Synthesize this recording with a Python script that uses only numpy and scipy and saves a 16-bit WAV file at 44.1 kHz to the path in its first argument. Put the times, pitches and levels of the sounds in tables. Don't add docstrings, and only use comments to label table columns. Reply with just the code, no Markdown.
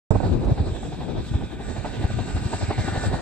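import sys
import numpy as np
from scipy import signal
from scipy.fft import rfft, irfft, next_fast_len
from scipy.io import wavfile
from scipy.ndimage import uniform_filter1d

SR = 44100
rng = np.random.default_rng(int(sys.argv[2]) if len(sys.argv) > 2 else 0)


def generate_wav(sig):
    pcm = np.round(np.clip(np.atleast_2d(sig).T, -1, 1) * 32767).astype(np.int16)
    wavfile.write(sys.argv[1], SR, pcm)


N = 141561
BLADE_HZ, BLADES = 11.8, 3
LEAD_S, ENGINE_LEAD_S = 6.5e-5, 5.2e-5
START_S, TOP_HZ = .1055, 15750


def undb(db):
    return 10 ** (np.asarray(db) / 20)


def curve(table, column):
    rows = np.array(table, float)
    return np.interp(np.arange(N) / SR, rows[:, 0], rows[:, column])


def walk(rate):
    hold = int(SR / rate)
    steps = np.repeat(rng.standard_normal(N // hold + 3), hold)
    smooth = uniform_filter1d(uniform_filter1d(steps, hold), hold)[hold:N + hold]
    return smooth / smooth.std()


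def pan(db):
    return undb(np.array([db, -db]).reshape(2, -1) / 2)


def port_leads(lead_s):
    return lead_s * np.array([[.5], [-.5]])


def burst(age, rise, fall):
    age = np.maximum(age, 0)
    return 2 * (1 - np.exp(-age / rise)) ** 2 * np.exp(-age / fall)


def bands(colour, alike, flicker_db, count, lead_s=LEAD_S):
    size = next_fast_len(N)
    hz = np.maximum(np.arange(size // 2 + 1) * SR / size, 1)
    colour_hz, colour_db = np.array(colour, float).T
    log_hz, log_points = np.log(hz), np.log(colour_hz)
    white = rfft(rng.standard_normal((3, size)))
    shared = white[0] * np.exp(2j * np.pi * hz * port_leads(lead_s))
    spectrum = np.sqrt(alike) * shared + np.sqrt(1 - alike) * white[1:]
    spectrum *= undb(np.interp(log_hz, log_points, colour_db))
    spectrum /= irfft(spectrum, size).std()
    centres, step = np.linspace(log_points[0], log_points[-1], count, retstep=True)
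    out = []
    for centre in centres:
        window = np.clip(1 - np.abs(log_hz - centre) / step, 0, 1)
        band = irfft(spectrum * window, size)[:, :N]
        out.append((np.exp(centre), band * undb(flicker_db * walk(14))))
    return out


def noise(colour, alike, flicker_db, count):
    return sum(band for _, band in bands(colour, alike, flicker_db, count))


def narrow(hz, width_hz):
    angle = 2 * np.pi * (np.cumsum(hz) / SR + hz * port_leads(LEAD_S))
    return walk(width_hz) * np.cos(angle) + walk(width_hz) * np.sin(angle)


def tone(hz, wander_hz, fade_db, fade_rate):
    turns = np.cumsum(hz + wander_hz * walk(40)) / SR + rng.random()
    return undb(fade_db * walk(fade_rate)) * np.sin(2 * np.pi * (turns + hz * port_leads(ENGINE_LEAD_S)))


# (frequency [Hz], level [dB])
ROAR_COLOUR = [(590, -9), (1000, -6), (1080, -28), (1200, -4), (1350, -12.5), (1520, -4.5), (1690, -6),
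               (2100, -13.5), (2550, -19), (3100, -11.5), (3840, -9), (4730, -13.5), (6180, -21),
               (7400, -22), (8000, -20.5), (8600, -35.5), (11000, -37.5), (16000, -52)]
# (time [s], level near 3.4 kHz [dB], level near 2.5 kHz [dB])
ROAR_SWELLS = [(.11, -2, -2.5), (1.3, 6, -6), (1.6, 1, -5), (2.0, 0, 2.5), (2.55, -4, 2), (2.72, -4, 2),
               (3.21, -1, -1.5)]
# (centre [Hz], width [Hz], level [dB])
ROAR_HUMS = [(1536, 200, -13), (1974, 100, -20), (2390, 220, -20), (2738, 230, -15.5), (3566, 250, -16),
             (3833, 560, -13)]
def roar(t):
    upper, lower = curve(ROAR_SWELLS, 1), curve(ROAR_SWELLS, 2)
    swell_db = {6: lower, 7: lower, 8: upper}
    parts = bands(ROAR_COLOUR, alike=.45, flicker_db=2.5, count=16, lead_s=ENGINE_LEAD_S)
    out = sum(band * undb(swell_db.get(k, 0)) for k, (_, band) in enumerate(parts))
    for hz, width_hz, db in ROAR_HUMS:
        level_db = db + 1.5 * walk(4.8) + (2200 < hz < 3000) * lower
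        out += undb(level_db) * narrow(hz * (1 + .008 * walk(2)), width_hz)
    beat_db = 2 * np.cos(2 * np.pi * BLADE_HZ * (t - .004))
    return out * undb(beat_db)


def whine(hz=7684.5, skirt_hz=120):
    colour = [(20, -120), (hz - 4 * skirt_hz, -16), (hz - skirt_hz, -6), (hz, 0),
              (hz + skirt_hz, -7), (hz + 3 * skirt_hz, -30), (TOP_HZ, -120)]
    skirt = noise(colour, alike=.45, flicker_db=3.85, count=2)
    return undb(5) * tone(hz, wander_hz=2.5, fade_db=2.5, fade_rate=34.6) + undb(2) * skirt


GEAR_PITCHES = [1180, 1475.3, 1771.3, 1871.5, 2077, 2364, 3740]
# (level [dB], wander [Hz])
GEAR_TONES = [(-9.5, 3.9), (-3.5, 2.44), (-9, 3.7), (-10.5, 6), (-14, 2.9), (-12, 9.9), (-13, 12)]
def gears():
    return sum(undb(db - 3) * tone(hz, wander_hz, fade_db=3, fade_rate=10.65)
               for hz, (db, wander_hz) in zip(GEAR_PITCHES, GEAR_TONES))


# (time [s], roar level [dB], whine level [dB], gear level [dB])
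ENGINE_APPROACH = [(0.11, -46, -51.5, -54), (0.13, -48, -66, -59), (0.28, -45.5, -60, -54),
                   (0.36, -49, -69, -61), (0.7, -48, -57.5, -72), (1.14, -50, -66.5, -70),
                   (1.29, -46.5, -58, -52), (1.58, -51.5, -64.5, -53.5), (1.65, -46.5, -56, -47),
                   (1.95, -43.5, -59, -46), (2.4, -42.5, -53.5, -48.5), (2.53, -40.5, -42.5, -43.5),
                   (2.69, -41.5, -55.5, -47.5), (2.72, -42, -54, -44), (2.84, -40.5, -51, -39.5),
                   (2.9, -41, -50, -36), (3.06, -38.5, -46.5, -36), (3.12, -43, -56, -48),
                   (3.15, -40, -49.5, -38), (3.21, -43, -58, -45)]
def turbines(t):
    return (roar(t) * undb(curve(ENGINE_APPROACH, 1))
            + whine() * undb(curve(ENGINE_APPROACH, 2))
            + gears() * undb(curve(ENGINE_APPROACH, 3)))


# (time [s], centre [Hz], level [dB])
ROAR_SLIDE = [(2.55, 2464, -56), (2.68, 2340, -45), (2.8, 2000, -45), (2.9, 1600, -42), (3.06, 1481, -48),
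              (3.21, 1470, -54)]
def sliding_roar():
    return narrow(curve(ROAR_SLIDE, 1), width_hz=850) * undb(curve(ROAR_SLIDE, 2))


# (time [s], level [dB])
ROTOR_SWISH = [(.11, -74), (1.1, -72), (1.3, -68), (2.3, -71), (2.6, -65), (3.05, -60), (3.21, -62)]
def swish(t, hz=10400, width_hz=1200, width_s=.009):
    turn_s = BLADES / BLADE_HZ
    from_pass_s = (t - .003 + turn_s / 2) % turn_s - turn_s / 2
    sweep = np.exp(-.5 * (from_pass_s / width_s) ** 2)
    colour = [(20, -120), (hz - 2 * width_hz, -30), (hz - width_hz, -2),
              (hz + width_hz, -3), (hz + 2 * width_hz, -18), (TOP_HZ, -26)]
    return noise(colour, alike=.2, flicker_db=0, count=2) * sweep * undb(curve(ROTOR_SWISH, 1))


# (frequency [Hz], level [dB])
RUMBLE_COLOUR = [(12, -41), (25, -9), (36, -3), (50, 3.5), (91, -2.5), (129, -3), (172, -6), (250, -6.5),
                 (360, -8.5), (424, -10.5), (841, -18.5), (1350, -34.5), (1950, -42), (3300, -100)]
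# (time [s], level below 300 Hz [dB], left minus right [dB], level above 300 Hz [dB])
PORT_WIND = [(0.11, -32, -14.0, -81), (0.16, -22.5, -7.5, -77), (0.23, -32.5, -15.5, -44),
             (0.27, -21.5, -5.5, -42), (0.33, -22.5, 7, -40), (0.44, -27, -3, -36.5),
             (0.57, -30.5, 1.5, -41), (0.78, -32.5, 1.5, -41.5), (1.01, -33, 4.5, -47),
             (1.16, -30.5, 2, -40), (1.31, -29, 3.5, -44.5), (1.45, -29, -1, -45), (1.53, -38, 5.5, -49),
             (1.63, -35, -8, -49.5), (1.68, -31, 2, -41.5), (1.8, -32.5, -0.5, -42.5),
             (2.31, -31.5, 2, -48), (2.7, -34, 3.5, -42), (2.73, -31, -3, -46), (2.86, -35.5, 1, -40),
             (3.12, -27.5, -4, -37), (3.21, -35, 2.5, -36)]
# (time [s], level [dB], left minus right [dB], decay [s])
PORT_BUFFETS = [(0.1, -27, -19.5, 0.018), (0.15, -19.5, -15.5, 0.0062), (0.2, -19, -18.5, 0.004),
                (0.226, -28.5, -15.5, 0.014), (0.25, -37, -7, 0.034), (0.29, -37, -3, 0.0079),
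                (0.384, -44, 0, 0.0035), (1.453, -44, 0, 0.0065)]
def wind(t):
    parts = bands(RUMBLE_COLOUR, alike=.33, flicker_db=1, count=10, lead_s=0)
    low = sum(band for hz, band in parts if hz <= 300)
    high = sum(band for hz, band in parts if hz > 300)
    low, high = low / low.std(), high / high.std()
    gusts = undb(3 * np.array([walk(22), walk(22)]))
    throb = np.cos(2 * np.pi * BLADE_HZ * (t + .002))
    rumble = low * undb(curve(PORT_WIND, 1) + throb) + high * undb(curve(PORT_WIND, 3) + 3 * throb)
    buffets = sum(pan(pan_db) * undb(db) * burst(t - at, rise=.0042, fall=decay)
                  for at, db, pan_db, decay in PORT_BUFFETS)
    return rumble * gusts * pan(curve(PORT_WIND, 2)) + buffets * (high + .5 * low)


# (frequency [Hz], level [dB])
HISS_COLOUR = [(6000, -38), (8500, -1.5), (11000, -4.5), (13000, -11), (16000, -11.5)]
def hiss():
    return undb(-74) * noise(HISS_COLOUR, alike=.27, flicker_db=1.7, count=4)


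# (time [s], level [dB], pitch [Hz], length [s], left minus right [dB])
LOW_THUDS = [(0.112, -15, 107, 0.029, -14), (0.16, -17, 100, 0.055, -1.5), (0.26, -16, 105.6, 0.058, 3),
             (0.322, -17, 77, 0.068, 12), (0.368, -21.5, 119, 0.03, -7), (0.413, -45, 94, 0.021, 0),
             (0.521, -9.5, 119, 0.018, 0.5), (0.613, -14, 81.4, 0.036, -2), (0.68, -24.5, 86, 0.042, -3),
             (0.722, -21, 78, 0.023, 0), (0.887, -29, 158, 0.027, -5), (0.935, -24.5, 132, 0.023, 6),
             (1.017, -32, 134.8, 0.13, 0), (1.19, -17.5, 105, 0.028, 6), (1.315, -20, 111, 0.023, -2),
             (1.357, -15, 79, 0.028, -1), (1.439, -26, 135, 0.0076, -19), (1.469, -26.5, 107, 0.022, -9),
             (1.791, -24, 100.4, 0.03, -3), (1.868, -25, 126, 0.0089, 14.5), (1.992, -22.5, 110, 0.049, -1),
             (2.05, -12.5, 82, 0.022, 1.5), (2.112, -27, 110, 0.052, -5), (2.144, -22, 104, 0.023, 2),
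             (2.174, -24.5, 96, 0.03, -1), (2.213, -22, 104, 0.042, 1), (2.302, -18, 98, 0.011, -3),
             (2.361, -18, 92, 0.043, -0.8), (2.425, -22.5, 105, 0.031, -1), (2.463, -15, 94, 0.023, 3.5),
             (2.551, -20, 93.4, 0.042, -6), (2.639, -19, 86.6, 0.042, -1), (2.696, -18.5, 98, 0.037, -5),
             (2.798, -16.5, 104, 0.052, 1), (2.852, -19.5, 102, 0.011, -1), (2.891, -32.5, 95, 0.057, 21),
             (2.931, -20.5, 93, 0.028, 2.5), (2.979, -17, 74, 0.015, 1), (3.073, -15, 98, 0.046, -0.7),
             (3.141, -18, 113, 0.017, 0)]
def thuds(t, sag_per_s=4.76, skew_turns=.096):
    out = 0
    for at, db, hz, length, pan_db in LOW_THUDS:
        age = t - at
        phase, kink = rng.random(2)
        skew = skew_turns * rng.uniform(-1, 1) * np.array([[1], [-1]])
        angle = 2 * np.pi * (hz * age * (1 - sag_per_s * age) + phase + skew)
        wave = np.cos(angle) + .29 * np.cos(2 * angle + 2 * np.pi * kink)
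        envelope = np.exp(-.5 * (age / (.26 * length)) ** 2)
        out += pan(pan_db) * undb(db) * envelope * wave
    ragged = 1 + .41 * np.array([walk(150), walk(150)])
    return out * ragged


# (time [s], level [dB])
BLADE_SLAPS = [(0.152, -29), (0.244, -31.5), (0.317, -35), (0.441, -50), (0.487, -37), (0.586, -31.5),
               (0.676, -35.5), (0.759, -36), (0.84, -37.5), (0.933, -34), (1.019, -31.5), (1.093, -38),
               (1.182, -37), (1.271, -58), (1.349, -33.5), (1.419, -37), (1.514, -40), (1.61, -35.5),
               (1.699, -39.5), (1.771, -33), (1.855, -25.5), (1.939, -44), (2.047, -31.5), (2.108, -34),
               (2.199, -30), (2.287, -32.5), (2.368, -30), (2.454, -35), (2.538, -25.5), (2.625, -31),
               (2.713, -23), (2.789, -28.5), (2.884, -26.5), (2.964, -26), (3.045, -25.5), (3.136, -27)]
# (frequency [Hz], level [dB])
BLADE_COLOUR = [(120, -31), (250, -1), (400, -4.5), (520, -11.5), (750, -1.5), (950, -10.5), (1200, -19.5),
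                (3000, -32), (7000, -95)]
def blade_slaps(t, early_s=.015, churn_db=-19):
    slaps = sum(undb(db) * burst(t - at + early_s, rise=.0073, fall=.013) for at, db in BLADE_SLAPS)
    churn = undb(churn_db + curve(BLADE_SLAPS, 1))
    air = noise(BLADE_COLOUR, alike=.77, flicker_db=1.07, count=7)
    crackle = undb(3 * walk(200))
    return undb(4) * np.hypot(slaps, churn) * air * crackle * pan(-.49)


# (time [s], level [dB], decay [s], lowest [Hz], highest [Hz])
CLOSE_TICKS = [(.4035, -36, .0012, 900, 2600), (.443, -46, .007, 3000, 8500),
               (2.4795, -52, .0004, 9000, 15500), (2.5555, -62, .003, 11500, 15500),
               (2.798, -52, .0004, 11500, 15500)]
def ticks(t):
    out = 0
    for at, db, decay, low_hz, high_hz in CLOSE_TICKS:
        passband = signal.butter(2, [low_hz, high_hz], "band", fs=SR, output="sos")
        air = signal.sosfilt(passband, rng.standard_normal(N))
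        out += undb(db) * burst(t - at, rise=decay / 2, fall=decay) * air
    return out


def scene():
    t = np.arange(N) / SR
    helicopter = pan(-1) * (turbines(t) + sliding_roar() + swish(t))
    switch_on = np.clip((t - START_S) / .00065, 0, 1)
    return (helicopter + wind(t) + hiss() + thuds(t) + blade_slaps(t) + ticks(t)) * switch_on


def record(dry):
    return signal.sosfilt(signal.ellip(10, .2, 80, TOP_HZ, fs=SR, output="sos"), dry)


dry = scene()
out = record(dry)
generate_wav(out)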